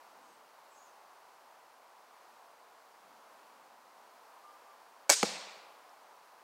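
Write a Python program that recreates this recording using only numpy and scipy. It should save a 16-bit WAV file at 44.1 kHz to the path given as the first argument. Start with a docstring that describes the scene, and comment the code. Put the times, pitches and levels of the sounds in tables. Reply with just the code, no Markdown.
"""A crossbow is shot a few steps away in bare woods: the latch lets go, the string slams home, the bow rattles.
The bolt thuds into a target close by. Struck parts are banks of ringing modes; the rattle is random grains.
The trunks scatter both blows back as noise that dies band by band, and a leaf ticks afterwards.
A far road drones underneath as coloured noise; a small bird lisps in blurred gliding whistles
and a distant one hoots twice in near-sine notes."""
import sys
import numpy as np
from scipy import signal
from scipy.fft import rfft, irfft, next_fast_len
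from scipy.io import wavfile

SR = 44100
rng = np.random.default_rng(int(sys.argv[2]) if len(sys.argv) > 2 else 0)


def wrap_up_sound(samples):
    """Save the sound to the file named by the first command line argument, as 16-bit audio."""
    columns = np.atleast_2d(samples).T
    # keep every value between -1 and 1, then stretch to whole-number steps
    tamed = np.clip(columns, -1, 1)
    steps = np.round(tamed * 32767).astype(np.int16)
    wavfile.write(sys.argv[1], SR, steps)


N = 283607

# Colour of the far road: (frequency [Hz], relative level [dB])
ROAD_COLOUR = [(15, -58), (25, -33.5), (82, -32.5), (145, -26), (249, -16), (373, -11.5), (451, -7.5),
               (818, 0.5), (988, 1), (1840, -12), (3620, -19.5), (4370, -18), (7710, -24), (14800, -27.5),
               (16000, -27.5)]
# Brief swells at the low end of the drone: (middle [s], half-width [s], peak level [dB])
LOW_SWELLS = [(.28, .15, -74.5), (3.1, .12, -75), (3.6, 0.54, -80)]
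ROAD_DB = -59

# The small bird's notes: (start [s], length [s], first pitch [Hz], last pitch [Hz], level [dB])
LISPS = [(.23, .12, 8100, 8350, -78), (.24, .09, 6500, 6350, -79), (.72, .06, 7800, 7400, -74),
         (.77, 0.075, 6450, 6940, -70), (.85, .045, 6700, 6250, -72)]
LISP_WIDTH_HZ, LISP_FADE_S = 600, 0.022

# The distant bird's notes: (start [s], length [s], starting pitch [Hz], level [dB])
HOOTS = [(4.445, .115, 1197, -61.5), (4.67, .065, 1180, -62.5)]
HOOT_SAG_HZ_PER_S, HOOT_FADE_S = 60, 0.012

# Contacts on the bow, from latch over slam to rebounds:
# (time [s], crack in the metal [dB], knock in the stock [dB], hardness of the crack [dB per octave])
BOW_BLOWS = [(5.0944, -16, -12, -3.5), (5.0997, -5.5, -27.5, -6), (5.1014, -21, -14, 1.5),
             (5.106, -16.5, -18.5, -4), (5.112, -17, -25, -6), (5.1228, -19, -25, -5)]
# Ringing of the bow's metal: (frequency [Hz], level [dB], t60 [s])
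METAL_MODES = [(4360, -9.5, 0.00604), (5940, -2, 0.0034), (6800, -4, .007), (7900, -3.5, 0.009),
               (10700, -5.5, 0.0034), (13500, -8.5, .003)]
# Ringing of the stock: (frequency [Hz], level [dB], t60 [s])
STOCK_MODES = [(325, -16.5, 0.042), (440.6, -28.5, 0.23), (581, -11, .04), (820, -14, 0.029),
               (942, -20.5, 0.091), (1200, -8, 0.0078), (1590, -11.5, 0.017), (1810, -13.5, .02),
               (2238, -12.5, 0.035), (2700, -16.5, 0.013), (3310, -31.5, .06)]
# Colour of the rattle: (frequency [Hz], relative level [dB])
RATTLE_COLOUR = [(300, -30), (700, -14), (1500, -1.5), (3130, -3.5), (4500, 2.5), (6850, 3), (8800, -0.5),
                 (11700, -11), (16000, -28.5)]
BOW_LOW_HZ = 280  # low cut on the cracks, knocks and rattle of the bow
# Each contact judders twice more: spacing, its unevenness as a fraction, level change per judder
JUDDER_S, JUDDER_SPREAD, JUDDER_CRACK_DB, JUDDER_KNOCK_DB = 0.0011, 0.25, -8.5, -1.5
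RATTLE_PER_S = 11000  # mean number of grains
RATTLE_START_S, RATTLE_STOP_S, RATTLE_RISE_S, RATTLE_FALL_S = 5.1, 5.138, 0.002, 0.007
# Steady level, then the extra level at the start and how fast that extra dies
RATTLE_DB, RATTLE_BURST_DB, RATTLE_BURST_S = -27.5, 11.5, 0.004

# Decay of the scatter between the trunks: (frequency [Hz], t60 [s])
WOODS_T60 = [(100, 0.55), (260, 0.83), (700, 2.1), (1840, 1.7), (3000, 1.38), (4600, 1.09), (6000, 0.83),
             (8000, 0.79), (12800, 0.38), (16000, .35)]
# Scatter after each blow: build-up [s], level before build-up and decay [dB],
# then its colour: (frequency [Hz], relative level [dB])
BOW_ECHO = 0.017, -30, [(100, -48.5), (330, -24), (500, -17.5), (930, -16.5), (2200, -11.5), (3120, -10.5),
            (4380, -2.5), (6700, 0.5), (8800, -4.5), (10000, -16.5), (13000, -19), (16000, -29)]
TARGET_ECHO = 0.0016, -40.5, [(100, -16), (150, -8), (190, 9.5), (250, -5), (330, -6), (500, 1), (900, 0.5),
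               (1600, -6), (2400, -0.5), (3200, -4.5), (4500, -0.5), (6000, -9), (12000, -17), (16000, -30)]
BOW_ECHO_S, TARGET_ECHO_S = 5.1, 5.246
# Extra loss reached after one second, growing ever faster with time; unevenness from clumps of trunks
WOODS_EDGE_DB, WOODS_LUMPS_DB = 17.5, 1.5

# Bolt into the target: (time [s], tip crack [dB], block thud [dB], hardness of the crack [dB per octave])
TARGET_BLOWS = [(5.2291, -12, -28, -2.5), (5.23, -16, -25.5, 1), (5.2321, -19, -27, 5),
                (5.234, -23, -24.5, 5.5), (5.2400, -31, -34, -8.5)]
# Ringing of the bolt's tip: (frequency [Hz], level [dB], t60 [s])
TIP_MODES = [(790, -11.5, 0.031), (1285, -5.5, 0.0099), (1530, -3.5, 0.0044), (2280, -4.5, 0.0056),
             (2880, -6.5, 0.0035), (4460, -11, 0.0063), (6560, -12, .004), (8800, -14.5, 0.0019),
             (11800, -26, .003)]
# Ringing of the target block: (frequency [Hz], level [dB], t60 [s])
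BLOCK_MODES = [(212, 1, 0.031), (328, 2.5, 0.031), (472, -2.5, 0.039), (648, -5.5, 0.029)]
# One far echo of the thud: (time [s], level [dB])
LATE_THUD = [(5.569, -59)]

# Tick of a leaf: (time [s], level [dB])
LEAF_TICK = [(5.894, -54)]
# Ringing of the leaf: (frequency [Hz], level [dB], t60 [s])
LEAF_MODE = [(5400, 0, .006)]

SHOT_LOW_HZ = 151  # low cut on the shot and its echoes
TOP_STOP_HZ = 16377  # everything above lies at least 60 dB down


def from_db(db):
    """Decibels to gain."""
    return 10 ** (np.asarray(db) / 20)


def rms_one(x):
    """Scale to unit rms."""
    return x / np.sqrt(np.mean(x ** 2) + 1e-20)


def at_hz(points, hz):
    """Read a table on a log-frequency axis."""
    table_hz, values = np.array(points).T
    return np.interp(np.log(hz), np.log(table_hz), values)


def coloured(x, spectrum):
    """Give a signal a spectrum."""
    size = next_fast_len(len(x))
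    hz = np.maximum(np.arange(size // 2 + 1) * SR / size, 1)
    return irfft(rfft(x, size) * from_db(at_hz(spectrum, hz)), size)[:len(x)]


def filtered(x, order, hz, kind):
    """Butterworth filter with its corner or corners in Hz."""
    return signal.sosfilt(signal.butter(order, hz, kind, fs=SR, output="sos"), x)


def drift(rate, length=N):
    """Slow chance: random points, rate of them per second, joined by straight lines."""
    count = int(length / SR * rate) + 2
    return np.interp(np.arange(length), np.linspace(0, length, count), rng.standard_normal(count))


def fade(start_s, stop_s, rise_s, fall_s):
    """One between start and stop, with exponential skirts."""
    t = np.arange(N) / SR
    return np.exp(np.minimum(t - start_s, 0) / rise_s - np.maximum(t - stop_s, 0) / fall_s)


def strike(times, levels_db, modes, hardness=0.0):
    """Every blow rings every mode, each a little differently; hard blows favour the high modes."""
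    at = np.round(np.array(times) * SR).astype(int)
    out = np.zeros(N)
    luck_db = 2 * rng.standard_normal((len(at), len(modes)))
    pivot_hz = modes[len(modes) // 3][0]
    for k, (hz, mode_db, t60) in enumerate(modes):
        clicks = np.full(N, 1e-18)
        tilt_db = hardness * np.log2(hz / pivot_hz)
        sign = (-1) ** k
        clicks[at] = sign * from_db(levels_db + mode_db + tilt_db + luck_db[:, k])
        # a two-pole resonator rings as a dying sine
        radius = from_db(-60 / (max(t60, 0.001) * SR))
        angle = 2 * np.pi * hz / SR
        out += signal.lfilter([0, np.sin(angle)], [1, -2 * radius * np.cos(angle), radius ** 2], clicks)
    return out


def road():
    """Far traffic and still air: smooth noise that swells a little, most at the low end."""
    t = np.arange(N) / SR
    drone = rms_one(coloured(rng.standard_normal(N), ROAD_COLOUR))
    drone = drone * from_db(ROAD_DB + 0.5 * drift(2.5))
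    low = rms_one(filtered(rng.standard_normal(N), 2, [200, 330], "band"))
    swells = sum(from_db(db) * np.exp(-((t - s) / width) ** 2) for s, width, db in LOW_SWELLS)
    return drone + swells * low


def lisping_bird():
    """Gliding whistles, blurred by distance into a narrow band."""
    out, t = np.zeros(N), np.arange(N) / SR
    for s, length, first_hz, last_hz, level_db in LISPS:
        # two slow noises on a cosine and a sine make a narrow band around the gliding pitch
        blur = filtered(rng.standard_normal((2, N)), 2, LISP_WIDTH_HZ / 2, "low")
        pitch_hz = np.interp(t, [s, s + length], [first_hz, last_hz])
        phase = 2 * np.pi * np.cumsum(pitch_hz) / SR
        whistle = rms_one(blur[0] * np.cos(phase) + blur[1] * np.sin(phase))
        out += whistle * from_db(level_db) * fade(s, s + length, LISP_FADE_S, LISP_FADE_S)
    return out


def hooting_bird():
    """Near-sine notes that sag a little and flutter on their way through the trees."""
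    out, t = np.zeros(N), np.arange(N) / SR
    for s, length, hz, level_db in HOOTS:
        pitch_hz = hz - HOOT_SAG_HZ_PER_S * (t - s) + 4 * drift(30.8)
        phase = 2 * np.pi * np.cumsum(pitch_hz) / SR
        level = from_db(level_db + 2 * drift(50)) * fade(s, s + length, HOOT_FADE_S, HOOT_FADE_S)
        out += level * np.sqrt(2) * np.sin(phase)
    return out


def bow_rattle():
    """Dense random grains, loudest at the start."""
    burst_db = RATTLE_BURST_DB * fade(RATTLE_START_S, RATTLE_START_S, RATTLE_RISE_S, RATTLE_BURST_S)
    envelope = fade(RATTLE_START_S, RATTLE_STOP_S, RATTLE_RISE_S, RATTLE_FALL_S)
    grains = (rng.random(N) < RATTLE_PER_S / SR) * rng.standard_normal(N)
    return from_db(RATTLE_DB + burst_db) * envelope * rms_one(coloured(grains, RATTLE_COLOUR))


def bow():
    """Metal cracks and stock knocks at each juddering contact, with the rattle on top."""
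    first_s, crack_db, knock_db, hardness = np.repeat(BOW_BLOWS, 3, axis=0).T
    judder = np.arange(len(first_s)) % 3
    unevenness = 1 + JUDDER_SPREAD * rng.uniform(-1, 1, len(judder))
    s = first_s + JUDDER_S * judder * unevenness
    crack = strike(s, crack_db + JUDDER_CRACK_DB * judder, METAL_MODES, hardness)
    knock = strike(s, knock_db + JUDDER_KNOCK_DB * judder, STOCK_MODES)
    return filtered(crack + knock + bow_rattle(), 2, BOW_LOW_HZ, "high")


def woods(start_s, rise_s, level_db, colour):
    """Countless small echoes: one second of noise that builds up fast and dies band by band."""
    t = np.arange(SR) / SR
    edges = 60 * 2 ** np.arange(0, 8.4, 0.125)  # eighth-octave bands
    spectrum = rfft(rms_one(coloured(rng.standard_normal(SR), colour)))
    hz = np.arange(SR // 2 + 1)
    echo = np.zeros(SR)
    for low, high in zip(edges, edges[1:]):
        band = irfft(spectrum * (hz >= low) * (hz < high), SR)
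        decay_db = -60 * t / at_hz(WOODS_T60, np.sqrt(low * high))
        echo += band * from_db(decay_db + WOODS_LUMPS_DB * drift(50, SR))
    echo *= (1 - np.exp(-t / rise_s)) * from_db(level_db - WOODS_EDGE_DB * t ** 2)
    out, at = np.zeros(N + SR), round(start_s * SR)
    out[at:at + SR] = echo
    return out[:N]


def target():
    """The tip cracks the face, the block thuds as the bolt slows; the thud comes back once from afar."""
    s, crack_db, thud_db, hardness = np.transpose(TARGET_BLOWS)
    crack = strike(s, crack_db, TIP_MODES, hardness)
    thud = strike(s, thud_db, BLOCK_MODES)
    late_thud = strike(*np.transpose(LATE_THUD), BLOCK_MODES[:1])  # lowest mode only
    return crack + thud + late_thud


def leaf():
    """A tick that rings one short high mode."""
    return strike(*np.transpose(LEAF_TICK), LEAF_MODE)


def scene():
    """The shot with its echoes over the quiet woods."""
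    background = road() + lisping_bird() + hooting_bird()
    echoes = woods(BOW_ECHO_S, *BOW_ECHO) + woods(TARGET_ECHO_S, *TARGET_ECHO)
    shot = filtered(bow() + target() + echoes, 4, SHOT_LOW_HZ, "high")
    return (background + shot + leaf())[None]


def record(dry):
    """A steep low-pass cuts the top."""
    return signal.sosfilt(signal.cheby2(16, 60, TOP_STOP_HZ, fs=SR, output="sos"), dry)


dry = scene()
out = record(dry)
wrap_up_sound(out)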